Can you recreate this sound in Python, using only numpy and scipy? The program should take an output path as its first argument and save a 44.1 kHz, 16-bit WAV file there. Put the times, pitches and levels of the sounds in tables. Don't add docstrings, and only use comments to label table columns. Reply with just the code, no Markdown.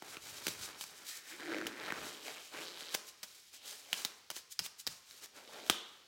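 import sys
import numpy as np
from scipy import signal
from scipy.fft import rfft, irfft
from scipy.io import wavfile

SR = 44100
rng = np.random.default_rng(int(sys.argv[2]) if len(sys.argv) > 2 else 0)


def dump(signal):
    limited = np.clip(np.atleast_2d(signal).T, -1, 1)
    pcm = np.round(limited * 32767).astype(np.int16)
    wavfile.write(sys.argv[1], SR, pcm)


N = 267863
T = np.arange(N) / SR

# (peak time [s], rise [s], fall [s], hiss level before tilt [dB], crumple level [dB])
STROKES = [ (0.13, 0.09, 0.053, -52, -54.5), (0.275, 0.06, 0.087, -49, -56.5),
           (0.375, 0.053, 0.07, -51.5, -55.5), (0.489, 0.055, 0.057, -44.5, -51.5),
           (0.635, 0.053, 0.044, -45, -50.5), (0.7, .06, 0.1, -58, -55.5),
           (0.827, 0.033, 0.018, -44.5, -66), (0.885, .09, 0.057, -56.5, -63),
           (0.99, 0.057, 0.057, -54.5, -57.5), (1.09, 0.036, 0.052, -46, -71),
           (1.162, 0.032, 0.037, -50, -83), (1.295, 0.056, 0.075, -53.5, -77),
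           (1.46, 0.21, 0.49, -58.5, -54.5), (1.85, 0.082, 0.13, -60.5, -50),
           (1.97, 0.064, 0.069, -57, -52), (2.064, 0.089, 0.12, -50, -51.5),
           (2.275, 0.06, 0.13, -50.5, -53.5), (2.44, .08, .08, -57, -68), (2.6, 0.083, .12, -51, -49.5),
           (2.81, 0.07, 0.082, -53.5, -54), (2.945, 0.038, 0.018, -45, -54.5), (3.0, 0.055, 0.26, -65, -70),
           (3.09, 0.025, 0.017, -50, -73), (3.27, .04, 0.27, -59, -75), (3.547, 0.016, 0.027, -50.5, -61),
           (3.683, 0.042, 0.13, -49.5, -62.5), (4.005, 0.092, 0.055, -46, -53),
           (4.1, 0.047, .19, -65, -69.5), (4.369, 0.033, 0.031, -50.5, -64),
           (4.522, 0.014, 0.015, -50.5, -108), (4.655, 0.025, 0.016, -44, -58),
           (4.801, 0.013, 0.015, -47.5, -93), (4.92, 0.025, 0.058, -52, -66),
           (5.14, 0.11, 0.1, -58.5, -69.5), (5.241, 0.019, 0.016, -49.5, -57),
           (5.366, 0.024, 0.068, -59.5, -59), (5.57, 0.13, 0.13, -59, -57.5),
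           (5.68, .04, 0.023, -53.5, -60), (5.89, 0.059, 0.17, -66, -67.5)]
# (frequency [Hz], relative spectral density [dB])
SLACK_SPECTRUM = [(40, -49), (120, -11), (250, -0.5), (400, 4), (700, -2), (1300, 2), (2500, -2),
                  (5000, -13), (12000, -24.5)]
# (frequency [Hz], relative spectral density [dB])
SLIP_SPECTRUM = [(150, -16.5), (700, -1.5), (1500, -1.5), (4000, 6), (7000, -9.5), (10000, -35.5),
                 (16000, -46)]


def undb(db):
    return 10 ** (np.asarray(db) / 20)


def unit(x):
    return x / np.sqrt(np.mean(x ** 2) + 1e-20)


def high_pass(x, hz):
    return signal.sosfilt(signal.butter(4, hz, "high", fs=SR, output="sos"), x)


def colour(x, points, size=2048):
    hz, db = np.transpose(points)
    f = np.maximum(np.arange(size // 2 + 1) * SR / size, 1)
    log_gain = np.log(undb(np.interp(np.log(f), np.log(hz), db)))
    cepstrum = irfft(log_gain)
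    cepstrum[1:size // 2] *= 2
    cepstrum[size // 2 + 1:] = 0
    response = irfft(np.exp(rfft(cepstrum)))
    return signal.fftconvolve(x, response / np.linalg.norm(response))[:len(x)]


def ring(hz, t60, sag=0, size=4096):
    decay = np.exp(-np.log(1000) * T[:size] / t60)
    phase = np.cumsum(hz * (1 + sag * (decay - .5))) / SR
    return np.sin(2 * np.pi * phase) * decay


def add(out, s, x):
    i = int(np.clip(s * SR, 0, N))
    out[i:i + len(x)] += x[:N - i]


def walk(rate):
    steps = rng.standard_normal(4096)
    return 1.3 * np.interp(T * rate, np.arange(len(steps)), steps)


def grains(rate, spread_db):
    hit = rng.random(N) < rate / SR
    size = undb(spread_db * np.clip(rng.standard_normal(N), -2, 2))
    return unit(hit * rng.standard_normal(N) * size)


def swell(peak_s, rise_s, fall_s):
    drop_db, shape = 9.5, 1.5
    near = slice(*np.searchsorted(T, [peak_s - 5 * rise_s, peak_s + 5 * fall_s]))
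    away = np.maximum((peak_s - T[near]) / rise_s, (T[near] - peak_s) / fall_s)
    gain = np.zeros(N)
    gain[near] = undb(-drop_db * away ** shape)
    return gain


def swells(moves):
    return np.sqrt(sum((undb(db) * swell(peak, rise, fall)) ** 2 for peak, rise, fall, db in moves))


def quiet_air():
    # (frequency [Hz], relative spectral density [dB])
    air_spectrum = [(25, -20), (70, 2.5), (150, -3.5), (350, -7), (700, -11), (2000, -0.5), (5000, 2.5),
                    (9000, -13), (16000, -15.5)]
    return undb(-66.5) * colour(rng.standard_normal(N), air_spectrum)


def room(direct, spread, wet_db, size=32768):
    # (frequency [Hz], time to fall by 60 dB [s])
    reverberation = [(100, 0.19), (350, 0.74), (1000, 0.88), (3300, 0.36), (6000, 0.47), (10000, 0.35),
                     (16000, 0.22)]
    table_s, table_db = 0.001309, -17
    wall_s, wall_db = .0115, -19
    t = T[:size]
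    f = np.maximum(np.arange(size // 2 + 1) * SR / size, 1)
    hz, t60 = np.transpose(reverberation)
    noise = rfft(rng.standard_normal(size))
    bands = [irfft(noise * np.interp(np.log(f), np.log(hz), band)) for band in np.eye(len(hz))]
    onset = np.clip((t - .003) / 0.0024, 0, 1)
    tail = sum(band * undb(-60 * t / decay) for band, decay in zip(bands, t60)) * onset
    out = direct + undb(wet_db) * signal.fftconvolve(spread, tail / np.linalg.norm(tail))[:N]
    add(out, table_s, undb(table_db) * direct)
    add(out, wall_s, undb(wall_db) * direct)
    return out


def puffing():
    # (peak time [s], rise [s], fall [s], level [dB])
    gusts = [(0.31, 0.29, 0.47, -69.5), (0.486, 0.014, 0.022, -50), (0.625, 0.065, 0.031, -60),
             (1.663, 0.048, .05, -62), (2.055, 0.088, 0.036, -59.5), (4.61, .014, 0.016, -57.5),
             (4.89, 0.016, 0.033, -59), (5.707, 0.014, 0.012, -53)]
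    # (frequency [Hz], relative spectral density [dB])
    gust_spectrum = [(25, -22), (55, -3), (90, -0.5), (180, -3.5), (400, -14), (1500, -52)]
    return swells(gusts) * colour(rng.standard_normal(N), gust_spectrum)


def shivering(start_s=5.708, low_hz=2900, high_hz=3850, level_db=-42, t60_s=0.71):
    band_filter = signal.butter(2, [low_hz, high_hz], "band", fs=SR, output="sos")
    band = signal.sosfilt(band_filter, rng.standard_normal(N))
    decay = (T > start_s) * np.exp(-np.log(1000) * np.abs(T - start_s) / t60_s)
    return undb(level_db) * unit(band) * decay


def humming(hz=338, waver=0.07, rough_db=2.5):
    # (peak time [s], rise [s], fall [s], level [dB])
    hums = [(1.342, 0.022, 0.019, -55.5), (1.485, 0.044, 0.044, -44), (1.565, 0.056, 0.0596, -41)]
    phase = 2 * np.pi * np.cumsum(hz * (1 + waver * walk(140))) / SR
    swing = np.sin(phase) * undb(rough_db * walk(170))
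    return high_pass(unit(swing), 240) * swells(hums)


def crumpling(crease_db=-7, patchy_db=2.46):
    folds = colour(grains(rate=3500, spread_db=2.5), SLACK_SPECTRUM) * undb(patchy_db * walk(45))
    creases = colour(grains(rate=70, spread_db=1.5), SLIP_SPECTRUM)
    *timing, _, crumple_db = np.transpose(STROKES)
    return (folds + undb(crease_db) * creases) * swells(zip(*timing, crumple_db))


def sliding(flutter_db=1.07, wander_db=1.13):
    # (frequency [Hz], relative spectral density [dB])
    hiss_spectrum = [(400, -37), (900, -18), (1300, -5.5), (2500, 1), (4000, 5.5), (7400, 3.5),
                     (9500, -1.5), (12000, -3), (15700, -7.5)]
    taut_tilt, tilt_hz = 0.17, 6640
    hiss = colour(grains(rate=22000, spread_db=3.5), hiss_spectrum)
    treble = signal.sosfilt(signal.butter(1, tilt_hz, "high", fs=SR, output="sos"), hiss)
    *timing, hiss_db, crumple_db = np.transpose(STROKES)
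    tilt_db = taut_tilt * (hiss_db - crumple_db)
    flutter = undb(flutter_db * walk(200) + wander_db * walk(45))
    low_part = (hiss - treble) * swells(zip(*timing, hiss_db - tilt_db / 2))
    high_part = treble * swells(zip(*timing, hiss_db + tilt_db / 2))
    return flutter * (low_part + high_part)


def creaking(jitter=0.054, force_db=2.8, fold_scatter=0.13, patch_scatter=0.274):
    # (peak time [s], rise [s], fall [s], slip level [dB], film drum level [dB],
    # central fold frequency at full effort [Hz], mean slip rate [1/s])
    pulls = [ (1.135, .08, .08, -53.5, -94, 2030, 600), (1.33, 0.078, .035, -52, -77, 2000, 220),
             (1.402, 0.0045, 0.081, -48.5, -53, 1840, 150), (1.48, .04, .04, -44.5, -47, 1680, 160),
             (1.535, .04, 0.098, -42, -44.5, 1800, 105), (1.661, .01, .11, -48.5, -48.5, 1680, 110),
             (1.895, .1, 0.1, -49, -52.5, 1770, 165), (2.055, 0.031, 0.26, -54, -59, 3400, 150),
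             (2.283, .04, 0.043, -48, -51, 2300, 140), (2.37, 0.045, .11, -54, -83, 3011, 165),
             (2.585, 0.055, .07, -52.5, -60.5, 2290, 170), (2.66, .07, .12, -50.5, -60, 3900, 175),
             (2.806, .05, .07, -49, -62.5, 3735, 140), (2.921, .06, 0.019, -50, -68, 3454, 170),
             (3.68, 0.092, 0.091, -54.5, -69, 3338, 276), (3.9, 0.12, .04, -61.5, -66.5, 2646, 276),
             (5.38, 0.045, 0.087, -69, -66.5, 2444, 278), (5.58, 0.13, .14, -59, -56, 3600, 225)]
    fold_db, scrape_db = -1.5, -9.0
    scrape_s = 0.0018
    patch_hz, patch_t60 = 425, 0.028
    *_, slip_db, film_db, pull_hz, pull_rate = np.transpose(pulls)
    effort = np.array([swell(*pull[:3]) for pull in pulls]) ** 2 + 1e-12
    slip_gain, film_gain = np.sqrt(undb([slip_db, film_db]) ** 2 @ effort)
    total = effort.sum(axis=0)
    rate = pull_rate @ effort / total
    fold_hz = pull_hz @ effort / total * np.exp(-0.0041 * 10 * np.log10(total))
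    phase = np.cumsum(rate * np.exp(jitter * walk(150))) / SR
    slips = np.flatnonzero(np.diff(np.floor(phase)))
    chance = np.clip(rng.standard_normal((len(slips), 3)), -1.7, 1.7)
    folds, film, scrapes = np.zeros((3, N))
    burst = np.exp(-T[:512] / scrape_s)
    noise = rng.standard_normal(N + len(burst))
    for i, (force, fold_shift, patch_shift) in zip(slips, chance):
        size = undb(force_db * force) / np.sqrt(rate[i])
        hz = fold_hz[i] * np.exp(fold_scatter * fold_shift)
        add(folds, T[i], size * np.sqrt(hz) * ring(hz, 14 / hz, sag=.2, size=1024))
        add(scrapes, T[i], size * burst * noise[i:i + len(burst)])
        drum_hz = patch_hz * (rate[i] / 140) ** .5 * np.exp(patch_scatter * patch_shift)
        add(film, T[i], size * ring(drum_hz, patch_t60, size=2048))
    fold_ticks = undb(fold_db) * unit(high_pass(folds, 970))
    scrape_ticks = undb(scrape_db) * unit(colour(scrapes, SLIP_SPECTRUM))
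    return slip_gain * (fold_ticks + scrape_ticks) + film_gain * unit(high_pass(film, 192))


def snapping(ring_t60=0.0051, thump_hz=350, thump_t60=0.013, contact_shape=1.25, slap_db=-10):
    # (time [s], crack level [dB], contact length to 1/e [ms], mid-glide ring frequency [Hz],
    # ring level [dB], thump level [dB])
    snaps = [ (0.0225, -50.5, 5, 750, -30, -39), (0.1691, -51, 6.6, 2660, -31.5, -40.5),
             (0.4681, -26.5, 2.35, 2740, -23, -28.5), (0.481, -32, 5.1, 2400, -27, -30),
             (0.81, -37.5, 5.3, 3180, -34, -68), (0.839, -36, 1.5, 4900, -48, -52),
             (1.584, -43, 0.9, 2840, -34, -54), (1.614, -53, 1.5, 1570, -25.5, -31.5),
             (1.6681, -34.5, 4.48, 2980, -24.5, -37.5), (1.9051, -48, 1.4, 2100, -21.5, -46),
             (1.9226, -41, 1.6, 1540, -21.5, -28), (2.9429, -32.5, 6.6, 4900, -46, -70),
             (2.9477, -24.5, 3.7, 1705, -55, -30.5), (3.2306, -39, 10.6, 4000, -48, -60),
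             (3.9299, -26.5, 2.8, 2997, -15, -53), (3.941, -46, 3, 3190, -24.5, -49),
             (4.049, -27.5, 4.3, 3930, -22, -39), (4.3024, -32.5, 3.8, 3100, -46, -67),
             (4.311, -42.5, 6.3, 5500, -48, -47), (4.3646, -41.5, 10, 4500, -34, -45),
             (4.5918, -32.5, 2.1, 5030, -16, -48), (4.595, -32, 3.8, 2780, -29, -48),
             (4.662, -35.5, 3.2, 1550, -43, -56), (4.8675, -36, 3.2, 4940, -20.5, -47.5),
             (4.873, -29, 4.1, 4660, -50, -61), (5.1105, -45.5, 1, 4000, -40, -71),
             (5.259, -43, 1.1, 6000, -45, -70), (5.665, -42, 1.5, 3507, -40, -47),
             (5.6985, -18, 3.26, 3220, -14.5, -18.5)]
    # (frequency [Hz], relative spectral density [dB])
    crack_spectrum = [(60, 0), (300, -5), (700, -2.5), (1200, 1), (2000, 1), (3200, 4.5), (6000, 3.5),
                      (8000, -1), (10500, -4), (15500, -3.5)]
    flesh_room_db, ring_room_db = -3, -2.5
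    cracks, clicks, rings, thumps, slaps = np.zeros((5, N))
    t = T[:4096]
    for s, crack_db, length_ms, hz, ring_db, thump_db in snaps:
        contact = np.exp(-(1000 * t / length_ms) ** contact_shape)
        burst = unit(rng.standard_normal(len(t)) * contact) * np.sqrt(np.mean(contact ** 2))
        add(cracks, s, undb(crack_db) * burst)
        add(clicks, s, undb(crack_db) * np.linalg.norm(contact, keepdims=True))
        add(rings, s, undb(ring_db) * ring(hz, ring_t60, sag=0.11))
        add(thumps, s + 0.00097, undb(thump_db) * ring(thump_hz, thump_t60, sag=0.091))
        add(slaps, s, undb(thump_db + slap_db) * burst)
    rings = high_pass(rings, 670)
    flesh = thumps + colour(slaps, SLACK_SPECTRUM)
    direct = high_pass(colour(cracks, crack_spectrum) + flesh, 152) + rings
    room_impacts = colour(clicks, crack_spectrum) + undb(flesh_room_db) * flesh
    spread = high_pass(room_impacts, 202) + undb(ring_room_db) * rings
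    return direct, spread


def scene():
    rubbing = sliding() + crumpling() + puffing() + creaking() + humming()
    snaps, snap_spread = snapping()
    glove = room(rubbing + snaps, rubbing + snap_spread, wet_db=-11.5)
    return (glove + shivering() + quiet_air())[None]


def record(dry):
    thin = signal.sosfilt(signal.butter(2, 60, "high", fs=SR, output="sos"), dry)
    return signal.sosfilt(signal.ellip(10, .2, 80, 16200, fs=SR, output="sos"), thin)


dry = scene()
out = record(dry)
dump(out)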